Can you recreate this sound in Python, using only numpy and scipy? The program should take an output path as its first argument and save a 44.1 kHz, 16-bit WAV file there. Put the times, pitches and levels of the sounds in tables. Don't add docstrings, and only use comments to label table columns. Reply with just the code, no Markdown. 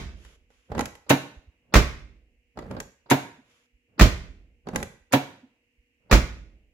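import sys
import numpy as np
from scipy import signal
from scipy.fft import rfft, irfft, next_fast_len
from scipy.io import wavfile
from scipy.ndimage import uniform_filter1d

SR = 44100
rng = np.random.default_rng(int(sys.argv[2]) if len(sys.argv) > 2 else 0)


def file_out(sig):
    cols = np.atleast_2d(sig).T
    lim = np.clip(cols, -1, 1)
    pcm = np.round(lim * 32767).astype(np.int16)
    wavfile.write(sys.argv[1], SR, pcm)


def gain_from_db(level_db):
    decades = np.asarray(level_db, float) / 20
    return 10 ** decades


N = 296953


# pitch_hz, level_db (per Hz)
HISS_SPECTRUM = [(18, -35), (30, -1.5), (80, -0.5), (190, -14), (261, -1.5), (420, -16.5), (480, -7.5),
                 (577, -21), (1340, -27.5), (2050, -7.5), (2810, -5), (3480, -27), (7090, -25.5),
                 (9000, -31.5), (16500, -32.5)]
# pitch_hz, level_db
HUM_TONES = [(242.2, -81), (479.1, -82)]
# pitch_hz, t60_s
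ECHO_DECAY = [(50, 1), (130, 0.28), (350, 0.4), (920, 0.43), (2430, 0.5), (6400, 0.45), (11000, 0.39),
              (16000, 0.22)]
# pitch_hz, level_db
WALL_STRENGTH = [(50, -15), (120, -10), (300, -8), (1000, -2), (4000, 0), (16000, -2)]
# pitch_hz, likeness
PORT_LIKENESS = [(60, 0.9), (180, 0.94), (550, 0.72), (1650, -0.11), (4970, -0.094), (15000, -0.12)]
# pitch_hz, left_minus_right_db
PORT_BALANCE = [(60, -4), (180, -2), (550, -3.5), (1650, -1), (4970, -3), (15000, -0.5)]

# start_s, loudest_s, end_s, level_db
SLEEVE_STROKES = [(.17, 0.26, .36, -58.5), (.5, 0.514, 0.75, -69.5), (3.45, 3.508, 3.66, -65.5)]
# pitch_hz, level_db (per Hz)
CLOTH_SPECTRUM = [(290, -16.5), (500, -1), (670, -12.5), (1370, -4.5), (2160, -5), (3210, -3.5),
                  (4050, -13), (7170, -10), (8540, -24.5), (11000, -14.5), (16500, -50)]
# start_s, level_db, pitch_hz, length_s
SOFT_BUMPS = [(0.224, -45.5, 55.8, .055), (1.362, -38, 52.8, 0.031), (1.466, -43.5, 66.5, 0.039),
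              (2.352, -63.5, 56, 0.066), (3.375, -49, 250, .04), (3.721, -55.5, 48.9, 0.054),
              (5.425, -44.5, 254, 0.035), (5.77, -55, 50, 0.048)]

# grip_s, latch_lets_go_s, seal_free_s, strain_db, peel_db
DOOR_PULLS = [(0.718, 0.788, .85, -37.5, -33.5), (2.582, 2.717, 2.806, -44.5, -33),
              (4.677, 4.747, 4.845, -46, -30.5)]
# pitch_hz, level_db (per Hz)
PEEL_SPECTRUM = [(18, -36.5), (30, -1.5), (233, -1.5), (308, -11), (572, -7), (631, -14), (1290, -24),
                 (1520, -21.5), (3500, -41.5), (4550, -71.5), (7700, -120)]

# start_s, snap_db, knock_into_door_db, handle_ring_db
HANDLE_CLICKS = [(0.2496, -48.5, -53, -56), (0.503, -62, -57, -64), (0.7174, -43.5, -33, -24),
                 (0.7495, -40, -29.5, -34), (0.7795, -31.5, -23.5, -27), (0.7924, -22, -20, -15.5),
                 (0.8081, -22, -25.5, -25), (0.856, -26.5, -39, -33.5), (0.9526, -43, -50.5, -49),
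                 (2.573, -46.5, -32, -32.5), (2.589, -38.5, -31, -36), (2.623, -52, -37, -45.5),
                 (2.7109, -39, -32.5, -40), (2.7659, -49, -31, -31.5), (2.8017, -26, -36, -41.5),
                 (4.67, -46.5, -29.5, -29), (4.6869, -37.5, -31, -40), (4.7471, -43, -30.5, -32.5),
                 (4.759, -17.5, -22, -25), (4.8016, -38.5, -35.5, -29), (4.8281, -26, -39.5, -31.5)]
# pitch_hz, level_db (per Hz)
SNAP_SPECTRUM = [(180, -42.5), (300, 2), (754, -11.5), (1250, -5.5), (1870, -2), (4850, -16.5),
                 (7020, -9.5), (8730, -24), (11000, -15.5), (15200, -34), (16500, -32)]
# pitch_hz, level_db (per Hz)
KNOCK_SPECTRUM = [(59, -44), (100, -8), (234, 0.5), (458, -0.5), (595, -3.5), (725, -9.5), (854, -4),
                  (1490, -14), (2390, -29.5), (5000, -26), (6500, -65.5), (11000, -120)]
# pitch_hz, level_db, t60_s
HANDLE_RING = [(634, -6.5, .06), (746, -2.5, .06), (824, 0.5, 0.097), (1050, -3.5, 0.1), (1300, -2.5, .04),
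               (1963, 5.5, .07)]

# tick_s, creep_lead_s, tick_db, clunk_delay_s, clunk_db
STAY_DETENTS = [(1.094, .0295, -14, 0.01, -7), (3.1, 0.041, -15, .0125, -9),
                (5.123, 0.011, -18, .012, -9.5)]
# pitch_hz, level_db, t60_s
OPEN_DOOR_RING = [(138.5, -10.5, 0.74), (247, -8, 0.23), (278.7, -3, 0.45), (367, -14, 0.11),
                  (430, -15.5, .1), (558, -14.5, .1), (630, -17, 0.062), (754, -19, 0.062), (794, -7, 0.03),
                  (937, -3.5, 0.044), (1013, -7, 0.13), (2530, -17.5, 0.049), (3810, -11, 0.083)]
# pitch_hz, level_db (per Hz)
RATTLE_SPECTRUM = [(35, -53), (60, -32), (304, -11.5), (412, -16), (874, -11.5), (1160, -23), (1610, -19.5),
                   (3840, -28), (4430, -33.5), (7420, -38.5), (8350, -47.5), (15000, -37), (16500, -54.5)]

# start_s (below 0 = before the sound begins), clack_db, thump_delay_s, thump_db
DOOR_SLAMS = [(-.16, -8.5, .016, -4.5), (1.7398, -1, 0.018, -7.5), (3.9952, -3.5, 0.018, -5.5),
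              (6.1132, -4, 0.016, -6.5)]
# pitch_hz, level_db, t60_s
LATCH_RING = [(1285, -0.5, 0.014), (1862, -2.5, 0.027), (2106, -21, 0.58), (2377, -3.5, 0.018),
              (3480, -15.5, .04), (3876, -20.5, 0.28)]
# pitch_hz, level_db, t60_s
CABIN_BOOM = [(50.8, -1, 0.33), (59.5, -13, 0.66), (49, -16.5, 0.52), (78.53, -10.5, 0.11)]
# pitch_hz, level_db, t60_s
SHUT_DOOR_RING = [(102, 3.5, 0.14), (129.5, -9.5, 0.97), (162, -8, 0.092), (211, 0.5, 0.17),
                  (250, -5.5, 0.2), (275, -18.5, 0.44), (286.2, -5.5, 0.31), (382, -16, 0.17),
                  (501, -11, 0.14), (574, -11, 0.21), (635, -15, 0.18), (695, -7.5, 0.059)]
# pitch_hz, level_db (per Hz)
CRASH_SPECTRUM = [(71, -34), (120, -3.5), (430, -11.5), (574, -10.5), (782, -19.5), (1260, -16),
                  (1360, -18.5), (1540, -17), (2810, -22), (6950, -27.5), (8530, -38.5), (15200, -38.5),
                  (16500, -44)]
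# pitch_hz, level_db (per Hz)
RUMBLE_SPECTRUM = [(15, -37), (25, -3), (65, 4), (128, -11.5), (153, -12.5), (174, -18.5), (232, -15),
                   (299, -27.5), (400, -21), (520, -50), (880, -120)]


def evened(x):
    return x / np.sqrt(np.mean(x ** 2) + 1e-20)


def read(points, hz):
    pitch, value = np.transpose(points)
    return np.interp(np.log(hz + 1), np.log(pitch + 1), value)


def add(mix, start_s, sound):
    at = round(start_s * SR)
    sound = sound[..., max(-at, 0):]
    part = mix[:, max(at, 0):][:, :sound.shape[-1]]
    part += sound[..., :part.shape[1]]


def noise(spectrum, size, tilt_db=0):
    hz = np.fft.rfftfreq(size, 1 / SR)
    left, other = rfft(rng.standard_normal((2, size)))
    same = np.clip(read(PORT_LIKENESS, hz), -1, 1)
    pair = np.array([left, same * left + np.sqrt(1 - same ** 2) * other])
    shape_db = read(spectrum, hz) + tilt_db * np.log2(hz / 3000 + 0.03)
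    return evened(irfft(pair * gain_from_db(shape_db), size))


def burst(spectrum, rise_s, t60_s, tilt_db=0):
    t = np.arange(next_fast_len(round(t60_s * SR) + 1024)) / SR
    envelope = (1 - np.exp(-t / rise_s)) * gain_from_db(-60 * t / t60_s)
    return noise(spectrum, len(t), tilt_db) * envelope


def ring(modes, contact_s, held_s, drop_db):
    longest_s = max(t60_s for *_, t60_s in modes)
    t = np.arange(round(longest_s * SR)) / SR
    wander = uniform_filter1d(rng.standard_normal((len(modes), len(t))), round(0.015 * SR))
    free = np.zeros(len(t))
    for (hz, db, t60_s), bend in zip(modes, wander):
        free += gain_from_db(db - 60 * t / t60_s) * np.sin(2 * np.pi * hz * t + 12 * t * evened(bend))
    free *= gain_from_db(-drop_db / 2 * (1 + np.tanh((t - held_s) / 0.0072)))
    struck = signal.fftconvolve(free, np.hanning(round(contact_s * SR) + 3))
    return struck / abs(struck).max()


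def rub(mix, stroke, spectrum, jerk_db, smooth_s):
    s, db = np.transpose(stroke)
    t = s[0] + np.arange(next_fast_len(round((s[-1] - s[0]) * SR))) / SR
    jerks = evened(uniform_filter1d(rng.standard_normal(len(t)), round(smooth_s * SR)))
    level = gain_from_db(np.interp(t, s, db) + jerk_db * jerks)
    level *= signal.windows.tukey(len(t), 0.1)
    add(mix, s[0], level * noise(spectrum, len(t)))


def hush():
    hiss_db, swell_rms_db = -74.5, 0.5
    t = np.arange(N) / SR
    swell = np.zeros(N)
    for hz in np.geomspace(0.3, 8, 20):
        swell += np.sin(2 * np.pi * (hz * t + rng.random())) / np.sqrt(hz)
    level = gain_from_db(hiss_db + swell_rms_db * evened(swell))
    hiss = level * noise(HISS_SPECTRUM, next_fast_len(N))[:, :N]
    hum = sum(gain_from_db(db) * np.sin(2 * np.pi * hz * t) for hz, db in HUM_TONES)
    return hiss + hum


def garage(x):
    t = np.arange(SR) / SR
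    hz = np.fft.rfftfreq(SR, 1 / SR)
    flat = rfft(noise([(20, 0), (20000, 0)], SR))
    centres = [centre for centre, _ in ECHO_DECAY]
    tail = np.zeros((2, SR))
    for row, (_, t60_s) in zip(np.eye(len(centres)), ECHO_DECAY):
        share = read(list(zip(centres, row)), hz)
        tail += irfft(flat * share, SR) * gain_from_db(-60 * t / t60_s) / np.sqrt(t60_s)
    tail *= 1 - np.exp(-(t / 0.0094) ** 2)
    tail /= np.linalg.norm(tail[0])
    tail = irfft(rfft(tail) * gain_from_db(read(WALL_STRENGTH, hz)), SR)
    return signal.fftconvolve(x.mean(0)[None], tail, axes=1)


def sleeve(mix):
    in_db, out_db, edge_s = 8.5, 7, 0.016
    for start, loudest, end, db in SLEEVE_STROKES:
        stroke = [(start - edge_s, db - 3 * in_db), (start, db - in_db), (loudest, db),
                  (end, db - out_db), (end + edge_s, db - 4 * out_db)]
        rub(mix, stroke, CLOTH_SPECTRUM, jerk_db=0.82, smooth_s=0.0065)


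def bumps(mix):
    for s, db, hz, length_s in SOFT_BUMPS:
        t = np.arange(round(length_s * SR)) / SR
        add(mix, s, gain_from_db(db) * np.sin(2 * np.pi * hz * t) * np.hanning(len(t)))


def swings(mix):
    swing_s, end_db, rise_db = 0.12, -57.5, 20
    for s, *_ in DOOR_SLAMS[1:]:
        stroke = [(s - swing_s, end_db - rise_db), (s, end_db)]
        rub(mix, stroke, PEEL_SPECTRUM, jerk_db=1.3, smooth_s=0.012)


def peels(mix):
    grip_rise_s, grip_rise_db, pop_rise_s = 0.045, 32, 0.026
    strain_db_per_s, peel_db_per_s = 11.5, -86.5
    drop_s, drop_db, fade_s, fade_db = 0.032, 12, 0.12, 17.5
    for grip, pop, free, strain_db, peel_db in DOOR_PULLS:
        last_db = peel_db + peel_db_per_s * (free - pop)
        stroke = [(grip - grip_rise_s, strain_db - grip_rise_db),
                  (grip, strain_db),
                  (pop - pop_rise_s, strain_db + strain_db_per_s * (pop - grip)),
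                  (pop, peel_db),
                  (free, last_db),
                  (free + drop_s, last_db - drop_db),
                  (free + drop_s + fade_s, last_db - drop_db - fade_db)]
        rub(mix, stroke, PEEL_SPECTRUM, jerk_db=3.1, smooth_s=0.0072)


def clicks(mix):
    for s, snap_db, knock_db, ring_db in HANDLE_CLICKS:
        tilt_db = -0.2 + 0.12 * (snap_db - knock_db)
        contact_s = 0.0004 * gain_from_db(0.54 * (ring_db - snap_db))
        add(mix, s, gain_from_db(snap_db) * burst(SNAP_SPECTRUM, 0.0002, 0.028, tilt_db))
        add(mix, s, gain_from_db(knock_db) * burst(KNOCK_SPECTRUM, 0.00069, 0.065))
        add(mix, s, gain_from_db(ring_db) * ring(HANDLE_RING, contact_s, held_s=0.01, drop_db=4))


def detents(mix):
    creep_db, creep_t60_s = -51.5, 0.11
    climb_db, climb_s = -38.5, 0.004
    bass_cut = signal.butter(2, 90, "high", fs=SR)
    for s, lead, tick_db, delay, clunk_db in STAY_DETENTS:
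        add(mix, s - lead, gain_from_db(creep_db) * burst(KNOCK_SPECTRUM, 0.001, creep_t60_s, tilt_db=1.0))
        t = np.arange(-6 * climb_s, 0, 1 / SR)
        climb = np.exp(t / climb_s) * noise(KNOCK_SPECTRUM, len(t), tilt_db=2.0)
        add(mix, s + t[0], gain_from_db(climb_db) * climb)
        for after, db in ((0, -6), (delay / 2, 0.5)):
            add(mix, s + after, gain_from_db(tick_db + db) * burst(SNAP_SPECTRUM, 0.0007, 0.035, tilt_db=2.5))
        clunk_s = s + delay
        for after, db, contact_s in ((0, 0.5, 0.0002), (0.0071, 0.96, 0.001)):
            clunk = signal.lfilter(*bass_cut, ring(OPEN_DOOR_RING, contact_s, held_s=0.042, drop_db=16))
            add(mix, clunk_s + after, gain_from_db(clunk_db + db) * clunk)
        add(mix, clunk_s - 0.001, gain_from_db(clunk_db - 16) * burst(SNAP_SPECTRUM, 0.00031, 0.025, tilt_db=0.5))
        add(mix, clunk_s, gain_from_db(clunk_db - 1) * burst(RATTLE_SPECTRUM, 0.00068, 0.12))


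def slams(mix):
    for s, clack_db, delay, thump_db in DOOR_SLAMS:
        s += 0.5
        add(mix, s - 0.017, gain_from_db(thump_db - 29.5) * burst(KNOCK_SPECTRUM, 0.0057, 0.22, tilt_db=1.5))
        add(mix, s - 0.002, gain_from_db(clack_db - 16) * burst(CRASH_SPECTRUM, 0.0011, 0.016, tilt_db=2.0))
        for after, db in ((0, -2.5), (0.0035, 3), (delay - 0.003, 1.5)):
            catch = ring(LATCH_RING, 0.0001, held_s=0.016, drop_db=9.5)
            add(mix, s + after, gain_from_db(clack_db + db - 2) * catch)
        add(mix, s, gain_from_db(clack_db - 10.5) * burst(CRASH_SPECTRUM, 0.0007, 0.08, tilt_db=1.15))
        thump_s = s + delay
        boom = -ring(CABIN_BOOM, 0.0027, held_s=0.067, drop_db=19)
        add(mix, thump_s, gain_from_db(thump_db + 2.5) * boom)
        thump = ring(SHUT_DOOR_RING, 0.0017, held_s=0.076, drop_db=8)
        add(mix, thump_s - 0.0045, gain_from_db(thump_db + 0.5) * thump)
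        add(mix, thump_s - 0.004, gain_from_db(thump_db - 2.5) * burst(CRASH_SPECTRUM, 0.002, 0.19))
        add(mix, thump_s, gain_from_db(thump_db - 13.5) * burst(RUMBLE_SPECTRUM, 0.0088, 0.54))


def scene():
    early = SR // 2
    door = np.zeros((2, N + early))
    audible = door[:, early:]
    for source in (sleeve, bumps, swings, peels, clicks, detents):
        source(audible)
    slams(door)
    wet = door + gain_from_db(-7.0) * garage(door)[:, :door.shape[1]]
    return wet[:, early:] + hush()


def roll_off(x):
    return signal.sosfilt(signal.butter(12, 16820, fs=SR, output="sos"), x)


def record(dry):
    size = next_fast_len(N)
    hz = np.fft.rfftfreq(size, 1 / SR)
    balance_db = np.outer([0.5, -0.5], read(PORT_BALANCE, hz))
    ports = irfft(rfft(dry, size) * gain_from_db(balance_db), size)[:, :N]
    heard = signal.lfilter(*signal.butter(2, 30, "high", fs=SR), ports)
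    soft = heard / (1 + (heard / 0.97) ** 6) ** (1 / 6)
    band_limit = signal.firwin(255, 16300, window=("kaiser", 8), fs=SR)
    finished = signal.oaconvolve(soft, band_limit[None], "same")
    return roll_off(finished)


dry = scene()
out = record(dry)
file_out(out)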